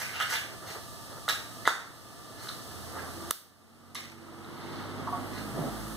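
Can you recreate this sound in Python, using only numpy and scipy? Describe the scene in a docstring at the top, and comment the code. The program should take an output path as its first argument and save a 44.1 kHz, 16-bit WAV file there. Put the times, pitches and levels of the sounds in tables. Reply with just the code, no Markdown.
"""A matchbox in a small tiled kitchen is rattled, slid open and snapped shut: friction grains and struck resonances.
A match is struck and flares as sputtering noise, a knob chatters, and a gas ring catches with a whoof and booms.
A pot hisses on the stove, as coloured noise with ringing air. Outside a vehicle gathers speed: engine
harmonics swell through the room's modes, over a road roar.
The snap and a sharp click at the microphone push the gain control down; the background creeps back after each."""
import sys
import numpy as np
from scipy import signal
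from scipy.fft import rfft, irfft, next_fast_len
from scipy.io import wavfile
from scipy.ndimage import uniform_filter1d, minimum_filter1d

SR = 44100
rng = np.random.default_rng(int(sys.argv[2]) if len(sys.argv) > 2 else 0)


def file_out(sig):
    """Save sig as 16-bit WAV at sys.argv[1]."""
    # one column per channel
    cols = np.atleast_2d(sig).T
    # limit, then scale
    lim = np.clip(cols, -1, 1)
    pcm = np.round(lim * 32767).astype(np.int16)
    wavfile.write(sys.argv[1], SR, pcm)


N = 263056
TIME = np.arange(N) / SR
CUTOFF_HZ = 15500   # top of the band

# rubs of cardboard and sticks, among them the match on the strip at 3.95 s: (time [s], length [s],
# relative level [dB], treble [dB], resonance of the hollow box [Hz], resonance of its wall [Hz])
RUBS = [(-0.02, 0.041, -40, 7, 1510, 2480), (0.025, 0.11, -49, -4, 1560, 2360),
        (0.124, 0.076, -42.5, -19, 1410, 2740), (0.195, 0.031, -37, 2.5, 1520, 3040),
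        (0.239, 0.04, -49, 4, 1510, 3060), (0.289, 0.04, -41, 9.5, 1550, 3280),
        (0.321, 0.037, -38, 4, 1680, 3420), (0.66, 0.057, -51.5, 10.5, 875, 4330),
        (1.283, 0.017, -31.5, 8, 1340, 3870), (1.649, 0.02, -35, -17, 2000, 3440),
        (1.669, 0.024, -28, 2.5, 1850, 3600), (1.79, 0.022, -53, 9, 1650, 3860),
        (2.364, 0.084, -51.5, -16, 1370, 4180), (2.483, 0.011, -40, -9, 1410, 3970),
        (2.98, 0.02, -48, -11, 1530, 1590), (3.946, 0.017, -25.5, 4.5, 965, 3770),
        (5.314, 0.078, -49, 4, 1670, 4160)]
# friction noise of the box: (frequency [Hz], density [dB per Hz])
FRICTION_SPECTRUM = [(100, -52), (400, -10), (750, 2), (1200, -5.5), (1650, 2.5), (2400, 5), (3400, -8.5),
                     (6000, -5.5), (10000, -13), (15000, -16)]


def scrapes(treble_hz=3500, wall_db=9.0):
    """Stick-slip friction: grains of contact excite the cavity and wall, each rub with its own treble."""
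    grains = grit()
    body, bright = np.zeros(N), np.zeros(N)
    for s, length, db, treble_db, hollow_hz, wall_hz in RUBS:
        rub = from_db(db) * shaped(grains, rub_effort(s, length))
        hollow = resonance(rub, hollow_hz, width=280)
        wall = from_db(wall_db) * resonance(rub, wall_hz, width=290)
        body += rub + hollow + wall
        bright += rub * (from_db(treble_db) - 1)
    force = body + first_order_treble(bright, treble_hz)
    return from_db(6.0) * colour(force, FRICTION_SPECTRUM)


RUB_ATTACK, RUB_RELEASE = 0.26, 0.33   # rise time and decay constant, as shares of a rub's length


def rub_effort(start, length):
    """Envelope of a friction force: a linear rise, a hold and an exponential decay."""
    u = (TIME - start) / length
    return np.clip(u / RUB_ATTACK, 0, 1) * np.exp(-np.clip((u - 1) / RUB_RELEASE, 0, 20))


GRAINS_PER_S = 1300   # mean rate of tiny catches of one rough surface on the other, in each band


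def grit(grain_spread_db=-1.0, smooth_share=0.39, slip_db=4.0, slips_per_s=230):
    """Random point process: fibres catch and slip on their own, so each band crackles in its own clumps."""
    out = 0
    edges_hz = np.geomspace(250, 16000, 7)   # octaves
    for low, high in zip(edges_hz, edges_hz[1:]):
        spread = np.minimum(rng.exponential(1, N), 3)
        sizes = from_db(grain_spread_db * spread) * rng.choice([-1, 1], N)
        catches = rng.random(N) < GRAINS_PER_S / SR
        grains = rms_one(sizes * catches) + smooth_share * rng.standard_normal(N)
        slips = from_db(slip_db * np.clip(drift(slips_per_s), -2, 2))
        band = signal.butter(2, [low, high], "band", fs=SR, output="sos")
        out = out + signal.sosfilt(band, grains * slips)
    return rms_one(out)


# knocks on the matchbox: (time [s], relative level [dB], crack relative to the knock [dB])
BOX_KNOCKS = [(0.201, -28, -13), (0.2195, -47, -5), (1.2802, -22, -22.5), (1.2817, -18, -24),
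              (1.6763, 4.5, -23), (1.683, -19, -17), (1.6933, -26, -16)]
# modes of the hollow box: (frequency [Hz], level [dB], t60 [s])
BOX_MODES = [(830, -40, 0.024), (1076, -13, 0.012), (1440, -6, 0.0091), (1730, -8.5, 0.012),
             (3550, -25.5, 0.015), (6900, -13, 0.0025)]


def knocks(lowest_hz=380):
    """Impulse response: the drawer hits home with a crack and the brief ring of a box too small for bass."""
    crack = impulses([(s, db + crack_db) for s, db, crack_db in BOX_KNOCKS])
    hits = impulses([(s, db) for s, db, crack_db in BOX_KNOCKS])
    return high_pass(crack + ring(hits, BOX_MODES), lowest_hz)


# matchsticks tick against the box and each other: (time [s], relative level [dB], pitch [Hz])
STICK_TICKS = [(0.149, -37, 3080), (0.157, -32, 3050), (0.2018, -20, 2920), (0.208, -29, 1350),
               (0.214, -22, 3400), (0.2215, -22, 2900), (0.2265, -21, 3230), (0.232, -28, 3500),
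               (0.235, -28, 3020), (0.3, -38, 1800), (0.3284, -33, 1680), (0.338, -21, 6100),
               (1.2885, -19.5, 3740), (1.296, -36, 3560), (1.3012, -28, 3470), (1.308, -22, 4370),
               (1.3283, -26, 3600), (1.334, -26, 3940), (1.654, -21.5, 2000), (1.655, -30, 3800),
               (1.6795, -16, 3750), (1.693, -17, 3400), (1.7075, -25, 4000), (2.446, -38, 1410),
               (2.4714, -33.5, 1520), (2.4874, -32, 3850), (2.4905, -27, 4100), (2.499, -35, 1350),
               (3.9482, -10, 11000), (3.9524, -22.5, 1170), (3.958, -30, 4100), (3.972, -26, 3800),
               (3.981, -28, 3200), (4.446, -30, 3850)]
STICK_CYCLES = 20   # t60 of a stick's fundamental, in cycles


def sticks(overtone=2.2, overtone_db=-9, crack_db=-3):
    """Modal decay of a struck bar: a dry crack, a fundamental and an overtone dying twice as fast."""
    out = 0
    for s, db, hz in STICK_TICKS:
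        tap = impulses([(s, db)])
        t60 = STICK_CYCLES / hz
        overtone_hz = min(overtone * hz, CUTOFF_HZ)
        modes = [(hz, 0, t60), (overtone_hz, overtone_db, t60 / 2)]
        out = out + from_db(crack_db) * tap + ring(tap, modes)
    return high_pass(out, hz=710)


# the two impulses of a hard contact at the microphone: (time [s], relative level [dB])
CLICK_IMPULSES = [(3.3086, -4), (3.3103, 20.5)]


def sharp_click(crunch_db=-9.0):
    """Impulsive contact: two impulses, with a crunch of noise for a few milliseconds from the first."""
    contact = stroke(CLICK_IMPULSES[0][0], .002, edge=.4)
    crunch = from_db(crunch_db) * contact * rng.standard_normal(N)
    return high_pass(impulses(CLICK_IMPULSES) + crunch, hz=274)


# modes of the microphone's casing: (frequency [Hz], level [dB], t60 [s])
CASING_MODES = [(693, -56, 0.0018), (1850, -21.5, 0.0034), (3560, -19, 0.00097), (6660, -18, 0.004),
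                (9040, -12, 0.0017), (11200, -10, 0.0012), (14100, -12, 0.00089)]


def casing_click():
    """Modal excitation: the sharp click is heard as the decaying ring of the casing."""
    return high_pass(ring(sharp_click(), CASING_MODES), hz=208)


# the gas knob turns in two short, hollow rasps: (time [s], length [s], relative level [dB])
KNOB_RASPS = [(5.066, 0.022, -26.5), (5.121, 0.03, -25.5)]
# resonances of the stove's front panel: (frequency [Hz], width [Hz], level [dB])
PANEL_MODES = [(717, 30, -6), (940, 170, -2.5), (1117, 23, -12)]


def knob(chatter_db=3, chatter_per_s=300, lowest_hz=600):
    """Forced vibration: the valve stem rubs and chatters, driving the thin panel at its resonances."""
    chatter = from_db(chatter_db * drift(chatter_per_s))
    rub = high_pass(rng.standard_normal(N) * chatter, lowest_hz)
    rung = 0
    for hz, width, db in PANEL_MODES:
        mode = resonance(resonance(rub, hz, width), hz, 2 * width)
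        rung = rung + from_db(db) * rms_one(mode)
    return sum(from_db(db) * shaped(rung, stroke(s, length, edge=0.35)) for s, length, db in KNOB_RASPS)


# the match head bursts into flame with a broad rasp: (time [s], level [dB], decay constant [s])
IGNITION_RASP = [(3.965, -27.5, 0.1)]
# it flares as it catches and again as it is carried to the ring: (time [s], length [s], level [dB])
MATCH_FLARES = [(3.95, 0.14, -46), (4.44, 0.39, -47)]


def flare(fizz_hz=3900, width_hz=1300, sputter_db=3.0, crackle_db=4.0, spit_hz=2200, spit_width_hz=500):
    """Combustion noise: a crackling, dying rasp, then a narrow, sputtering fizz with lower, gritty spits."""
    (start, rasp_db, decay_s), = IGNITION_RASP
    burst = from_db(rasp_db) * (TIME > start) * np.exp(-np.abs(TIME - start) / decay_s)
    crackle = diffuse(N) * from_db(crackle_db * drift(250))
    rasp = burst * rms_one(colour(crackle, FRICTION_SPECTRUM))
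    burn = sum(from_db(db) * stroke(s, length, edge=0.52) for s, length, db in MATCH_FLARES)
    narrow = resonance(resonance(diffuse(N), fizz_hz, width_hz), fizz_hz, 2 * width_hz)
    fizz = from_db(sputter_db * drift(130)) * rms_one(narrow)
    spits = rms_one(resonance(grit(), spit_hz, spit_width_hz))
    return rasp + burn * (fizz + spits)


# the knob lets gas hiss from the ring: (time [s], opening time [s], level [dB])
GAS_OPENING = [(5.085, 0.017, -52)]


def gas(lowest_hz=8000):
    """Turbulent jet noise: a thin, bright hiss that grows as the valve opens."""
    (start, opening_s, db), = GAS_OPENING
    flow = np.clip((TIME - start) / opening_s, 0, 1)
    jet = rms_one(high_pass(colour(diffuse(N), STOVE_HISS), lowest_hz))
    return flow * from_db(db) * jet


# the gas catching: (frequency [Hz], density [dB per Hz])
WHOOF_SPECTRUM = [(40, -30), (100, -10), (150, -14), (230, 6.5), (450, -2), (680, 0.5), (950, -9.5),
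                  (2000, -29), (8000, -52)]
# the flame jumps round the ring in booming puffs, each sinking in pitch:
# (time [s], length [s], level [dB], pitch [Hz], glide [Hz per s])
FLAME_PUFFS = [(5.53, 0.028, -38, 133, -350), (5.578, 0.039, -32.5, 186, -900),
               (5.632, 0.045, -39.5, 146, -300)]


def burner(start=5.54, length=0.135, level_db=-35, flutter_hz=110, flutter=0.21,
           pan_hz=690, pan_width_hz=45, pan_db=6.0):
    """Amplitude modulation: the catching gas flutters and booms, and the resonance of the pan rings along."""
    phase = 2 * np.pi * np.cumsum(flutter_hz * (1 + 0.062 * drift(40))) / SR
    fluttering = diffuse(N) * np.exp(flutter * np.cos(phase))
    flame = stroke(start, length, edge=0.26) * rms_one(colour(fluttering, WHOOF_SPECTRUM))
    pan_ring = (from_db(pan_db) - 1) * resonance(flame, pan_hz, pan_width_hz)
    booms = 0
    for s, puff_length, db, hz, glide in FLAME_PUFFS:
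        booms = booms + from_db(db) * tone(s, puff_length, hz, glide, waver=0.03, edge=0.64)
    return from_db(level_db) * (flame + pan_ring) + booms


# soft shuffling of hands and clothes: (time [s], length [s], level [dB])
CLOTH_SHUFFLES = [(0.392, 0.15, -51), (0.59, 0.17, -49), (1.068, 0.11, -52), (1.48, 0.061, -77),
                  (2.851, 0.22, -46.5)]
# its dull colour: (frequency [Hz], density [dB per Hz])
CLOTH_SPECTRUM = [(30, -3), (120, -4), (380, 18.5), (750, 13.5), (1300, 9.5), (2000, 6), (6000, -95)]


def shuffles():
    """Modulated friction noise: dull, lumpy rustles as the cook moves."""
    effort = sum(from_db(db) * stroke(s, length, edge=0.37) for s, length, db in CLOTH_SHUFFLES)
    lumps = from_db(3 * drift(50))
    return effort * lumps * rms_one(colour(diffuse(N), CLOTH_SPECTRUM))


# the engine picks up speed: (time [s], firing rate [firings per s])
FIRING_RATE = [(2.4, 39.7), (3.1, 42.3), (3.4, 43), (3.7, 45.6), (4.15, 47.5), (4.5, 48), (4.79, 50.6),
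               (5.2, 51.5), (5.5, 52.3), (5.96, 55.3)]
# its hum grows as it works harder: (time [s], level before weighting by harmonic [dB])
ENGINE_EFFORT = [(0, -17), (2.3, -19), (2.8, -3), (3.25, -4.5), (3.5, -4), (4.0, 1.5), (4.45, -1),
                 (4.75, 0.5), (5.0, 1.5), (5.96, 0.5)]
# harmonics: (multiple of the firing rate, relative level [dB], left minus right [dB], left lead [rad])
ENGINE_HARMONICS = [(1, 1.5, 0, 0.3), (2, 0, -6, 1.17), (3, -1, -16, 0.71), (4, 2.5, -4, 0.7),
                    (5, 0.5, -1, 0.62), (6, -0.5, -5, 0.6), (7, 1, -4, 0.6)]
# room modes that pick out the harmonics: (frequency [Hz], width [Hz], gain [dB])
ROOM_MODES = [(54.7, 3.5, -49.5), (86.2, 10.3, -47.5), (101.6, 5.1, -44.5), (146.8, 6, -48.5),
              (206, 6.2, -54), (222.5, 7.1, -47), (256, 8, -50.5), (320.7, 14, -53), (364.4, 15, -56.5)]
# road roar heard indoors: (frequency [Hz], density [dB per Hz])
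ROAR_SPECTRUM = [(25, -30), (45, -17), (70, -16), (120, 0.5), (280, 6), (500, 0), (850, -0.5), (1300, -5.5),
                 (1900, -9), (3500, -18), (6000, -26), (15000, -38)]
ROAR_DB = -32.5   # mean level of the roar at the nearest point
# time of nearest approach, distance then, and the constant speed that shapes the roar's level
PASS_S, DISTANCE_M, SPEED_M_PER_S = 4.777, 6.58, 17.6


def vehicle(rough_db=1.5, brighten=0.75):
    """Harmonic series through room modes, the upper harmonics growing fastest; the roar follows 1/distance."""
    firing_hz, = in_time(FIRING_RATE)
    hum_db, = in_time(ENGINE_EFFORT)
    distance_m = np.hypot(SPEED_M_PER_S * (TIME - PASS_S), DISTANCE_M)
    nearness = DISTANCE_M / distance_m
    phase = 2 * np.pi * np.cumsum(firing_hz * (1 + 0.0065 * drift(13))) / SR
    engine = 0
    for k, db, pan_db, lead in ENGINE_HARMONICS:
        start_phase = rng.uniform(0, 2 * np.pi)
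        wave = np.sqrt(2) * np.sin(k * phase + start_phase + np.array([[lead], [0]]))
        level_db = db + hum_db * k ** brighten + rough_db * drift(8)
        engine = engine + pan(pan_db) * wave * from_db(level_db)
    hum = 0
    for k, (hz, width, db) in enumerate(ROOM_MODES):
        hum = hum + (-1) ** k * from_db(db) * resonance(engine, hz, width)   # neighbours in opposite phase
    surges = from_db(.7 * drift(14))
    roar = surges * rms_one(colour(diffuse(N), ROAR_SPECTRUM))
    return hum + from_db(ROAR_DB) * nearness * roar


# other low tones in the traffic: (time [s], length [s], level [dB], pitch [Hz], glide [Hz per s],
# left minus right [dB])
TRAFFIC_TONES = [(3.09, 0.19, -49.5, 335, 27, -4), (3.55, 0.75, -46.5, 235, -9, -3),
                 (4.06, 0.4, -44, 336, -2, -7), (4.59, 0.13, -43, 338, 30, -1)]


def drones():
    """Gliding sinusoids: low tones swell and fade in the sound of the street."""
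    out = 0
    for s, length, db, hz, glide, pan_db in TRAFFIC_TONES:
        out = out + from_db(db) * pan(pan_db) * tone(s, length, hz, glide, waver=0.008, edge=0.45)
    return out


# hiss of the stove and room: (frequency [Hz], density [dB per Hz])
STOVE_HISS = [(25, -30), (50, 3), (70, 2), (95, 11.5), (200, 4), (400, 1.5), (800, -10), (1300, -30),
              (2000, -65), (2500, -3), (3100, -7), (4200, -5.5), (8000, -5.5), (15000, -14.5)]
# gain of the treble in the hiss: (time [s], gain [dB])
TREBLE_GAIN = [(0, 5), (0.6, -0.5), (0.76, 2), (0.95, 1), (1.6, 1.5), (2.0, 0.5), (2.39, 0), (2.44, 6.5),
               (2.6, 2.5), (3.2, 3), (3.8, 3.5), (4.56, 3.5), (4.68, 4), (5.0, 1), (5.96, 2)]
# air ringing in the pots: (frequency [Hz], width [Hz], level [dB])
POT_MODES = [(669, 64, -56.5), (901, 14, -66), (1178, 29, -61), (1731, 23, -59)]
HISS_DB = -47   # level of the hiss before the treble gain
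MAINS_HZ, MAINS_DB = 119, -62   # a kitchen appliance hums throughout


def stove(treble_hz=4200):
    """Broadband noise and cavity resonance: a hiss of varying treble, the pots' hollow ring and a faint hum."""
    hiss = from_db(HISS_DB) * rms_one(colour(diffuse(N), STOVE_HISS))
    sizzle_db, = in_time(TREBLE_GAIN)
    treble = first_order_treble(hiss, treble_hz)
    air = diffuse(N)
    pots = sum(from_db(db) * rms_one(resonance(air, hz, width)) for hz, width, db in POT_MODES)
    mains = from_db(MAINS_DB) * np.sqrt(2) * np.sin(2 * np.pi * MAINS_HZ * TIME)
    return hiss + (from_db(sizzle_db) - 1) * treble + pots + mains


# kitchen reverberation: (frequency [Hz], t60 [s])
KITCHEN_T60 = [(150, 0.36), (1200, 0.5), (4000, 0.46), (8000, 0.42), (15000, 0.38)]


def kitchen(x, build_s=0.00014):
    """Reverberation by convolution: dense echoes off the tiles, each band decaying at its own rate."""
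    t, out = TIME[:SR // 2], 0
    echoes = diffuse(len(t))
    edges_hz = np.geomspace(80, 18000, 9)
    spectrum, hz = rfft(echoes), np.fft.rfftfreq(len(t), 1 / SR)
    for low, high in zip(edges_hz, edges_hz[1:]):
        band = irfft(spectrum * ((hz >= low) & (hz < high)), len(t))
        t60 = at_hz(KITCHEN_T60, np.sqrt(low * high))
        out = out + band * np.exp(-np.log(1000) * t / t60)
    out = rms_one(out * (1 - np.exp(-t / build_s))) / np.sqrt(len(t))
    return signal.fftconvolve(x[None], out, axes=1)[:, :N]


# width of diffuse sound: (frequency [Hz], side minus mid [dB])
DIFFUSE_WIDTH = [(60, 10), (200, 0.5), (380, -4), (700, -7), (1100, -12.5), (1800, 1), (2500, 2.5),
                 (4400, 5.5), (8000, 1.5), (15000, 1.5)]


def diffuse(size):
    """Diffuse field: white stereo noise as two close ports hear it from all sides."""
    mid, side = rng.standard_normal((2, size))
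    return rms_one(mid + colour(side, DIFFUSE_WIDTH) * np.array([[1], [-1]]))


def from_right(x, count=1):
    """Interaural-style delay: sound from the right reaches the left port count samples late."""
    return np.array([np.roll(x, count), x])


def pan(db):
    """Level difference: gains of the two channels for a left minus right level."""
    return from_db(np.array([[db], [-db]]) / 2)


def tone(start, length, hz, glide, waver=0.015, edge=0.45):
    """Frequency modulation: a low tone swells, glides and fades, never quite steady."""
    pitch = (hz + glide * np.clip(TIME - start, 0, 2 * length)) * (1 + waver * drift(40))
    phase = 2 * np.pi * np.cumsum(pitch) / SR + rng.uniform(0, 2 * np.pi)
    return stroke(start, length, edge) * np.sqrt(2) * np.sin(phase)


def resonance(x, hz, width):
    """Damped resonator: a two-pole band-pass with about unit gain at its peak."""
    r = np.exp(-np.pi * width / SR)
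    feedback = [1, -2 * r * np.cos(2 * np.pi * hz / SR), r * r]
    return signal.lfilter(np.array([1, 0, -1]) * (1 - r * r) / 2, feedback, x + 1e-18)


def ring(x, modes):
    """Modal superposition: each click sets decaying sines going."""
    out = 0
    for hz, db, t60 in modes:
        r, w = np.exp(-np.log(1000) / (t60 * SR)), 2 * np.pi * hz / SR
        mode = signal.lfilter([0, np.sin(w)], [1, -2 * r * np.cos(w), r * r], x + 1e-18)
        out = out + from_db(db) * mode
    return out


def impulses(rows):
    """Unit impulse scaled in level: one click for each (time [s], level [dB])."""
    out = np.zeros(N)
    for s, db in rows:
        out[round(s * SR)] += from_db(db)
    return out


def stroke(start, length, edge):
    """Trapezoidal envelope: ramps last edge * length, and the fall begins at start + length."""
    u = (TIME - start) / length
    return np.clip(np.minimum(u, 1 + edge - u) / edge, 0, 1)


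def shaped(x, envelope):
    """Energy normalisation: give x an envelope and exactly that envelope's energy."""
    return x * envelope * np.sqrt(np.sum(envelope ** 2) / np.sum((x * envelope) ** 2))


def drift(rate):
    """Random modulation: normal values, rate per second, joined by straight lines."""
    return np.interp(TIME * rate, np.arange(4000), rng.standard_normal(4000))


def in_time(rows):
    """Linear interpolation: join the rows of a curve over time."""
    s, *columns = np.transpose(rows)
    return [np.interp(TIME, s, c) for c in columns]


def high_pass(x, hz):
    """Second-order high-pass: thin out the bass."""
    return signal.sosfilt(signal.butter(2, hz, "high", fs=SR, output="sos"), x + 1e-18)


def first_order_treble(x, hz):
    """First-order high-pass: the gently sloping treble part of a sound."""
    return signal.sosfilt(signal.butter(1, hz, "high", fs=SR, output="sos"), x)


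def colour(x, spectrum):
    """Spectral weighting: give a signal a smooth spectrum."""
    size = next_fast_len(x.shape[-1])
    gain = from_db(at_hz(spectrum, np.fft.rfftfreq(size, 1 / SR)))
    return irfft(rfft(x, size) * gain, size)[..., :x.shape[-1]]


def at_hz(points, hz):
    """Logarithmic pitch scale: read a table on a log-frequency axis."""
    points = np.array(points)
    return np.interp(np.log(hz + 1e-9), np.log(points[:, 0]), points[:, 1])


def rms_one(x):
    """Power normalisation: scale to unit mean square."""
    return x / np.sqrt(np.mean(x ** 2) + 1e-20)


def from_db(db):
    """Logarithmic level: decibels to amplitude gain."""
    return 10 ** (np.asarray(db) / 20)


def scene():
    """Superposition: hand sounds and their echoes, over stove and street."""
    rub, knock, turn = scrapes(), knocks() + sticks(), knob()
    # the casing rings only at the microphone; the room hears the bare snap
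    click = casing_click()
    snap = high_pass(impulses(CLICK_IMPULSES[-1:]), hz=300)
    direct = from_right(from_db(-3.5) * rub + knock + click + from_db(-3.5) * turn)
    room = kitchen(rub + from_db(-4.0) * knock + from_db(-6.5) * snap + from_db(-5.5) * turn)
    flames = flare() + gas() + burner()
    background = shuffles() + vehicle() + drones() + stove()
    return direct + room + flames + background


def equalise(x, peaks):
    """Resonant filtering in series: a chain of peaks and notches."""
    for hz, width, db in peaks:
        x = x + (from_db(db) - 1) * resonance(x, hz, width * from_db(-db / 2))
    return x


def gain_control(x, release_db_per_s=9.0):
    """Peak limiting: a peak over the ceiling pulls the gain down at once; it climbs back slowly."""
    ceiling_db = -1.6
    over = np.maximum(20 * np.log10(np.abs(x).max(axis=0) + 1e-9) - ceiling_db, 0)
    release_db = release_db_per_s * TIME
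    cut = np.maximum.accumulate(over + release_db) - release_db
    # hold and smooth the gain over a millisecond or two
    return x * from_db(uniform_filter1d(minimum_filter1d(-cut, size=81), size=61))


# microphone colour of the sum of both ports: (frequency [Hz], width [Hz], gain [dB])
SUM_COLOUR = [(1261, 286, 8.5), (2356, 146, -32.5), (2580, 62, -26.5), (3760, 2830, 6), (4900, 1010, -6),
              (7390, 770, -7.5), (8470, 660, 4), (11550, 490, 3.5), (13700, 540, 4)]
# the ports comb the left-right difference in the gaps of their sum: (frequency [Hz], width [Hz], gain [dB])
DIFFERENCE_COLOUR = [(3640, 430, -20.5), (4940, 1400, 2), (6300, 600, -13.5), (8600, 430, -2),
                     (11700, 1900, 0.5)]


def record(dry, right_db=0.66):
    """Two-port pickup: sum and difference are coloured, the right gains, gain control acts, the top is cut."""
    mid = equalise((dry[0] + dry[1]) / 2, SUM_COLOUR)
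    side = equalise((dry[0] - dry[1]) / 2, DIFFERENCE_COLOUR)
    heard = np.array([from_db(-right_db) * (mid + side), from_db(right_db) * (mid - side)])
    top_cut = signal.cheby2(16, 60, CUTOFF_HZ + 600, fs=SR, output="sos")
    return signal.sosfilt(top_cut, gain_control(heard))


dry = scene()
out = record(dry)
file_out(out)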